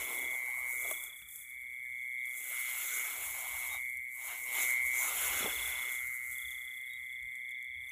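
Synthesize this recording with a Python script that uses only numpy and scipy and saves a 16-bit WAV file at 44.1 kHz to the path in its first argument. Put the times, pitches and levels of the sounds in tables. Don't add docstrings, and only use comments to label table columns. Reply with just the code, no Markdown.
import sys
import numpy as np
from scipy import signal
from scipy.fft import rfft, irfft, next_fast_len
from scipy.io import wavfile
from scipy.ndimage import uniform_filter1d, map_coordinates

SR = 44100
rng = np.random.default_rng(int(sys.argv[2]) if len(sys.argv) > 2 else 0)


def convert_level_to_amplitude(level_db):
    exponent = np.asarray(level_db, float) / 20
    return 10 ** exponent


def generate_wav(sig):
    pcm = np.round(np.clip(np.atleast_2d(sig).T, -1, 1) * 32767).astype(np.int16)
    wavfile.write(sys.argv[1], SR, pcm)


N = 349166


def unit(x):
    return x / np.sqrt(np.mean(x ** 2) + 1e-20)


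def curves(rows):
    s, *columns = np.transpose(rows)
    return [np.interp(np.arange(N) / SR, s, column) for column in columns]


def wobble(rate):
    knots = rng.standard_normal(int(N * rate / SR) + 4)
    return map_coordinates(knots, [np.arange(N) * rate / SR])


def filtered(x, gain_db):
    size = next_fast_len(N + 8192)
    gain = convert_level_to_amplitude(gain_db(np.fft.rfftfreq(size, 1 / SR)))
    return irfft(rfft(x, size) * gain, size)[:N]


def coloured(x, points):
    f, db = np.transpose(points)
    return unit(filtered(x, lambda hz: np.interp(np.log(hz + 1), np.log(f), db, -120, -120)))


def strokes(beat, first):
    s, rate = np.transpose(beat)
    t = np.arange(first, s[-1], 1 / SR)
    count = np.cumsum(np.interp(t, s, rate)) / SR
    return np.interp(np.arange(int(count[-1]) + 1), count, t)


def placed(s, shapes):
    at = np.round(np.asarray(s) * SR).astype(int)[:, None] + np.arange(shapes.shape[1])
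    inside = (at >= 0) & (at < N)
    return np.bincount(at[inside], shapes[inside], N)


def wing(s, hz, phase, glide_hz, rise, fall, flat, jitter, scatter_db, scatter_hz):
    chance = rng.standard_normal((len(s), 3))
    t = np.arange(-round(3 * rise * SR), round(3 * fall * SR)) / SR
    late = t - jitter * chance[:, 1:2]
    swell = np.exp(-.5 * np.abs(late / np.where(late < 0, rise, fall)) ** flat)
    pitch = (hz + scatter_hz * chance[:, 0])[:, None]
    turns = pitch * t + .5 * glide_hz * t ** 2 / (rise + fall)
    tone = np.sin(2 * np.pi * turns + phase[:, None])
    return placed(s + t[0], convert_level_to_amplitude(scatter_db * chance[:, 2:]) * swell * tone)


def scattered(x, t60):
    size = SR // 8
    t, fade = np.arange(size) / SR, np.hanning(2 * size + 1)[:-1]
    stretches = np.lib.stride_tricks.sliding_window_view(np.pad(x, (size, 2 * size)), 2 * size)
    parts = stretches[::size] * fade
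    tails = rng.standard_normal((len(parts), size)) * convert_level_to_amplitude(-60 * t / t60)
    tails /= np.linalg.norm(tails, axis=1)[:, None]
    return placed((np.arange(len(parts)) - 1) * size / SR, signal.fftconvolve(parts, tails, axes=1))


def friction(spectrum, per_s, life, spread_db, crackle, clump_db, patchy_db, size):
    hit = rng.random(N) < per_s / SR * convert_level_to_amplitude(clump_db * wobble(30))
    catch = hit * convert_level_to_amplitude(spread_db * np.minimum(rng.exponential(size=N), 2.4))
    bursts = signal.lfilter([1], [1, -np.exp(-1 / (life * SR))], catch) * rng.standard_normal(N)
    z = signal.stft(rng.standard_normal(N), nperseg=size)[2]
    field = uniform_filter1d(rng.standard_normal(z.shape), size=5, axis=0)
    field = uniform_filter1d(field, size=4, axis=1)
    noise = signal.istft(z * convert_level_to_amplitude(patchy_db * unit(field)), nperseg=size)[1][:N]
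    share = np.clip(crackle, 0, 1)
    return coloured(np.sqrt(share) * unit(bursts) + np.sqrt(1 - share) * unit(noise), spectrum)


# time_s, level_db
MOLE_LEVEL = [(0.0, -40), (0.09, -41.5), (0.24, -37), (0.88, -38), (1.12, -50.5), (1.36, -57),
              (1.54, -45.5), (2.25, -38), (2.44, -45.5), (2.6, -37.5), (2.84, -43.5), (3.0, -37.5),
              (3.17, -45.5), (3.86, -38), (4.17, -43.5), (4.41, -42.5), (4.7, -31.5), (5.0, -33.5),
              (5.16, -44.5), (5.27, -38.5), (5.47, -40.5), (5.89, -38), (6.72, -44), (7.54, -42),
              (7.92, -44.5)]
# time_s, rate_strokes_per_s
MOLE_BEAT = [(0, 124.41), (.99, 124.33), (1.98, 124.26), (2.97, 124.08), (3.96, 123.93), (4.94, 123.79),
             (5.93, 123.94), (6.92, 124.04), (7.92, 123.78)]
# time_s, wing_pitch_hz, echo_db (against the direct, at the usual level)
MOLE_PITCH = [(0, 2160, -11), (.3, 2139, -11), (1.3, 2178, -12), (2.0, 2148, -17), (2.8, 2141, -9),
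              (3.2, 2164, -11), (3.9, 2150, -10.5), (4.8, 2141, -6), (5.05, 2155, -12), (5.2, 2134, -13.5),
              (6.7, 2096, -11), (7.92, 2136, -11)]
# time_s, slip_radians
MOLE_SLIP = [(0, 1.865), (.3, 1.35), (.95, 1.38), (1.2, 2.07), (4.7, 2.42), (4.9, 1.6), (5.1, 2.17),
             (7.92, 2.28)]
# delay_s, level_db
MOLE_ECHOES = [(.0039, -7.5), (.0128, -11.5), (.0205, -3.5), (.0301, -13)]


def mole_cricket():
    usual_level_db = -41
    echo_yields = .4
    (db,), (hz, usual_echo_db) = curves(MOLE_LEVEL), curves(MOLE_PITCH)
    echo_db = usual_echo_db - echo_yields * (db - usual_level_db)
    s = np.round(strokes(MOLE_BEAT, -.0053) * SR) / SR
    at = np.clip(np.round(s * SR).astype(int), 0, N - 1)
    slip = curves(MOLE_SLIP)[0][at] * rng.standard_normal(len(s))
    phase = 2 * np.pi * 2176 * s + np.cumsum(slip)
    direct = unit(wing(s, hz[at], phase, glide_hz=58, rise=0.0013, fall=0.0021, flat=2.1,
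                       jitter=.0001, scatter_db=0.47, scatter_hz=5))
    echo = unit(sum(convert_level_to_amplitude(level) * np.roll(direct, round(delay * SR)) for delay, level in MOLE_ECHOES))
    return convert_level_to_amplitude(db) * (direct + convert_level_to_amplitude(echo_db) * echo) / np.sqrt(1 + convert_level_to_amplitude(2 * echo_db))


# time_s, rate_strokes_per_s
TREE_BOUTS = [
    [(-.009, 31.56), (.37, 30.17)],
    [(.7833, 31.44), (2.4, 31.4), (3.83, 30.5), (4.1, 30.4)],
    [(4.499, 31.3), (5.628, 30.7), (6.01, 29.6)],
    [(6.3293, 31.48), (7.115, 30.84), (7.92, 30.87)],
]
# time_s, level_db
TREE_LEVEL = [(0, -53), (.37, -49), (.78, -60), (.95, -47), (1.3, -57.5), (1.6, -65), (2.3, -59),
              (2.6, -54.5), (3.1, -53), (3.4, -65), (3.7, -55), (4.1, -73), (5.2, -58), (5.38, -44.5),
              (5.45, -42.5), (6.0, -48), (6.33, -57), (6.42, -46), (7.0, -56), (7.92, -54.5)]


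def tree_cricket():
    s = np.concatenate([strokes(bout, bout[0][0]) for bout in TREE_BOUTS])
    hz, phase = np.full(len(s), 3410), rng.uniform(0, 2 * np.pi, len(s))
    direct = unit(wing(s, hz, phase, glide_hz=-170, rise=0.0063, fall=0.0049, flat=2.3,
                       jitter=0.00051, scatter_db=1.1, scatter_hz=6.8))
    return convert_level_to_amplitude(curves(TREE_LEVEL)[0] - 4.0) * (direct + convert_level_to_amplitude(-6.5) * scattered(direct, t60=0.069))


# time_s, level_db
LEAF_LEVEL = [(0.0, -41.5), (0.02, -40.5), (0.53, -50.5), (0.92, -42.5), (1.01, -48.5), (1.04, -45.5),
              (1.12, -55.5), (1.25, -57.5), (1.36, -47.5), (1.48, -57), (1.81, -63), (1.85, -59),
              (2.2, -59), (2.49, -40.5), (2.6, -43.5), (2.95, -39.5), (3.7, -44.5), (4.06, -62),
              (4.26, -43), (4.45, -46), (4.63, -35.5), (4.83, -47), (5.03, -36), (5.38, -38), (5.47, -41.5),
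              (5.71, -42.5), (6.24, -50.5), (6.31, -46.5), (6.51, -53.5), (7.74, -70.5), (7.9, -58),
              (7.92, -62)]
# pitch_hz, gain_db
LEAF_HIGH_COLOUR = [(6000, -81), (7300, -8), (7700, -1.5), (9000, -5), (10500, 2.5), (11700, -1.5),
                    (13000, 2), (14000, -10), (15000, 0), (15600, -9.5)]
# pitch_hz, gain_db
LEAF_LOW_COLOUR = [(4000, -48), (5200, -18), (6200, -1), (7200, 5), (8000, -14.5), (9000, -47)]


def leaves():
    leaf_high_db, = curves(LEAF_LEVEL)
    leaf_low_db = -11.5 + 0.51 * (leaf_high_db + 47.5) + 1.8 * wobble(8)
    high = friction(LEAF_HIGH_COLOUR, per_s=220, life=0.0021, spread_db=4.5, crackle=0.16,
                    clump_db=3, patchy_db=1.2, size=256)
    low = friction(LEAF_LOW_COLOUR, per_s=200, life=0.0017, spread_db=-1.0, crackle=0.098,
                   clump_db=8.5, patchy_db=-1.0, size=512)
    push_db = 1.3 * wobble(24) + 0.42 * wobble(45)
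    return convert_level_to_amplitude(leaf_high_db + push_db) * (high + convert_level_to_amplitude(leaf_low_db) * low)


# time_s, middle_db, high_db and low_db (both against middle)
STALK_LEVEL = [(0.0, -51.5, -2, -7.5), (0.22, -57, -2.5, 0.5), (0.61, -59, -6.5, -13.5),
               (0.79, -67, 2.5, 3.5), (0.92, -54, -7, -4.5), (0.95, -62.5, -2, -4.5), (1.25, -85.5, 9, 0),
               (2.2, -86, 3, -1.5), (2.51, -65, 9, -2), (2.6, -61.5, 2, -19), (2.64, -64, 6, -13),
               (3.02, -62, 11.5, 0), (3.22, -56, 0.5, -11), (3.75, -55.5, -3.5, -18), (3.84, -79.5, 1, -5),
               (4.12, -83, 0, -5), (4.21, -59.5, -6, -18), (4.34, -54, -4, -15), (4.43, -63.5, -7, -4),
               (4.59, -48.5, -3.5, -7.5), (4.79, -63.5, 5, -5.5), (4.83, -60.5, -7, -14),
               (4.87, -66, 2, -1), (5.05, -49, -1.5, -10), (5.4, -51, 7, -3), (5.47, -47, -3, 1.5),
               (5.51, -55, 6.5, -4), (5.82, -57, 5, -7), (6.13, -75.5, 12, -5.5), (7.74, -91.5, 3.5, 1.5),
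               (7.92, -77, 0, -12)]
# time_s, level_db
EAR_LEVEL = [(0, -0.5), (.3, -6), (.7, -5), (.92, -5.5), (1.1, -9.5), (2.4, 0), (2.75, 7), (3.1, 1),
             (3.7, -2.5), (4.3, 0), (4.63, 4), (4.85, -0.5), (5.4, 2.5), (5.9, -1), (6.2, -2), (7.92, -5)]
# pitch_hz, gain_db
HIGH_COLOUR = [(900, -52), (1200, -2), (1350, 2), (1800, -4.5), (2500, -11)]
# pitch_hz, gain_db
MIDDLE_COLOUR = [(450, -62), (620, -1), (1100, 5), (1250, -3), (1600, -37.5)]
# pitch_hz, gain_db
LOW_COLOUR = [(100, -19), (200, -11), (400, 2), (560, 1.5), (680, -1), (900, -46)]
# pitch_hz, gain_db
EAR_COLOUR = [(1500, -10.5), (2400, -0.5), (3200, 0), (4200, -3), (5500, -3), (7000, -33)]


def stalks():
    middle_db, high_db, low_db = curves(STALK_LEVEL)
    follow, lean = 0.9, 0.41
    ear_db = 4 + curves(EAR_LEVEL)[0] + follow * (middle_db + lean * high_db)
    ear_db = ear_db + (1 - follow) * curves(LEAF_LEVEL)[0]
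    rustle = np.zeros(N)
    for share_db, colour in [(high_db, HIGH_COLOUR), (0, MIDDLE_COLOUR), (low_db, LOW_COLOUR)]:
        band = friction(colour, per_s=90, life=0.0026, spread_db=2, crackle=0.14,
                        clump_db=4.5, patchy_db=3.0, size=1024)
        rustle += convert_level_to_amplitude(middle_db + share_db + 0.91 * wobble(9)) * band
    ear = friction(EAR_COLOUR, per_s=150, life=0.0029, spread_db=6.0, crackle=0.09,
                   clump_db=3.0, patchy_db=2.5, size=512)
    return convert_level_to_amplitude(0.99 * wobble(25)) * (rustle + convert_level_to_amplitude(ear_db) * ear)


# middle_s, peak_db, length_s (peak to -17 dB)
PUFFS = [(0, -61, 0.049), (0.585, -69, 0.11), (.83, -74, 0.1), (1.623, -80, 0.044), (1.875, -70.5, 0.12),
         (3.3, -70, .15), (3.541, -67, 0.073), (3.768, -68, 0.13), (3.98, -69, .06), (4.863, -66.5, 0.11),
         (5.33, -59.5, 0.16), (5.622, -62.5, 0.16), (6.054, -69, 0.073), (6.305, -69, 0.12),
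         (6.482, -65, 0.055), (7.245, -61, 0.07), (7.82, -64, 0.056)]
# pitch_hz, gain_db
AIR_COLOUR = [(20, -39), (40, -24.5), (64, -5.5), (85, -13.5), (105, -18.5), (160, -25), (300, -69.5)]


def air():
    t = np.arange(N) / SR
    puffs = sum(convert_level_to_amplitude(db) * np.exp(-2 * ((t - s) / length) ** 2) for s, db, length in PUFFS)
    stir = convert_level_to_amplitude(-77.5 + 4.5 * wobble(7))
    return (puffs + stir) * convert_level_to_amplitude(2.1 * wobble(22)) * coloured(rng.standard_normal(N), AIR_COLOUR)


# pitch_hz, gain_db
NIGHT_COLOUR = [(20, -40), (60, -8.5), (200, -4), (700, -28.5), (1400, -23), (1850, 6), (2400, 1),
                (2750, -37), (3300, -5), (4000, -25), (7000, -21), (8000, -9), (15600, -25)]


def far_chorus():
    return convert_level_to_amplitude(-66.5 + 0.45 * wobble(3)) * coloured(rng.standard_normal(N), NIGHT_COLOUR)


# start_s, level_db (before the rise), pitch_hz, snap_db (against level, before +6.5)
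BUMPS = [(0.22, -48, 526, -10), (0.848, -36.5, 690, -25), (0.858, -39, 644, -25), (0.911, -30, 623, -4),
         (1.218, -57, 161, 6), (2.75, -52, 580, 5), (5.405, -35, 250, -8), (5.426, -33, 374, -14),
         (5.442, -30.5, 206, -10), (5.458, -28, 428, -15), (5.475, -36, 298, -8)]


def bumps():
    s, db, hz, snap_db = np.transpose(BUMPS)[:, :, None]
    t = np.arange(2500) / SR
    rise_s, ring_t60_s, snap_t60_s = 0.0024, 0.034, 0.024
    ring = np.sin(2 * np.pi * hz * t)
    ring = ring + 0.34 * np.sin(2 * np.pi * 0.61 * hz * t) + 0.39 * np.sin(2 * np.pi * 1.85 * hz * t)
    push = convert_level_to_amplitude(db - 60 * t / ring_t60_s) * (1 - np.exp(-(t / rise_s) ** 2)) * ring
    snap = convert_level_to_amplitude(db + snap_db + 6.5 - 60 * t / snap_t60_s) * rng.standard_normal(push.shape)
    straw = signal.butter(2, [900, 3000], "band", fs=SR)
    return placed(s[:, 0], push + signal.lfilter(*straw, snap))


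# start_s, level_db
FLICKS = [(0.912, -19), (1.037, -23), (1.2865, -31.5), (1.311, -32), (1.335, -41), (1.3577, -25),
          (1.364, -32), (1.385, -42), (2.2555, -29), (3.898, -33), (3.971, -29.5), (4.862, -28),
          (4.9168, -31), (5.9898, -34), (6.3816, -26.5), (6.5061, -31), (6.8123, -36), (6.9344, -35),
          (7.227, -39), (7.3547, -35.5), (7.894, -38)]


def flicks():
    small = rng.random(size=(30, 2))
    small_s = small[:, 0] * N / SR
    small_db = -45 - 4 * np.log(small[:, 1] + .1)
    s, db = np.hstack([np.transpose(FLICKS), [small_s, small_db]])
    db = db[:, None]
    t = np.arange(700) / SR
    burst = rng.standard_normal((len(s), 2, len(t)))
    crack = placed(s, convert_level_to_amplitude(db - 4 - 60 * t / .016) * (1 - np.exp(-t / .0005)) * burst[:, 0])
    knock = placed(s, convert_level_to_amplitude(db - 40 - 60 * t / 0.025) * burst[:, 1])
    leaf = signal.butter(4, [7200, 14500], "band", fs=SR)
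    stalk = signal.butter(2, [250, 1300], "band", fs=SR)
    return signal.lfilter(*leaf, crack) + signal.lfilter(*stalk, knock)


# middle_s, length_s, start_hz, end_hz, peak_db
NOTES = [(.75, .07, 3670, 3740, -66), (1.865, 0.043, 1800, 1700, -57), (2.21, 0.096, 3680, 3720, -65),
         (3.74, 0.093, 3705, 3740, -46), (6.935, .11, 3720, 3800, -53), (7.57, 0.055, 3680, 3700, -68),
         (7.575, 0.042, 1730, 1680, -63), (7.895, 0.013, 6300, 6200, -55)]


def notes():
    out = np.zeros(N)
    for s, length, start_hz, end_hz, db in NOTES:
        n = int(length * SR)
        tone = np.sin(2 * np.pi * np.cumsum(np.linspace(start_hz, end_hz, n)) / SR)
        out += placed([s - length / 2], (convert_level_to_amplitude(db) * np.sqrt(np.hanning(n)) * tone)[None])
    return out


def scene():
    insects = mole_cricket() + tree_cricket() + notes() + far_chorus()
    rice = leaves() + stalks() + bumps() + flicks()
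    return (insects + rice + air())[None]


# centre_hz, half_width_hz, depth_db
HOUSING_DIPS = [(4803, 498, -14), (4800, 79, -12.5), (9370, 137, -10.5)]


def housing(x):
    top_hz = 15490

    def gain_db(hz):
        dips = sum(db / (1 + ((hz - centre) / width) ** 2) for centre, width, db in HOUSING_DIPS)
        return dips - 120 * (hz > top_hz)

    return filtered(x, gain_db)


def roll_off(x):
    return signal.sosfilt(signal.butter(12, 15830, fs=SR, output="sos"), x)


def record(dry):
    heard = housing(dry[0])
    return roll_off(heard[None])


dry = scene()
out = record(dry)
generate_wav(out)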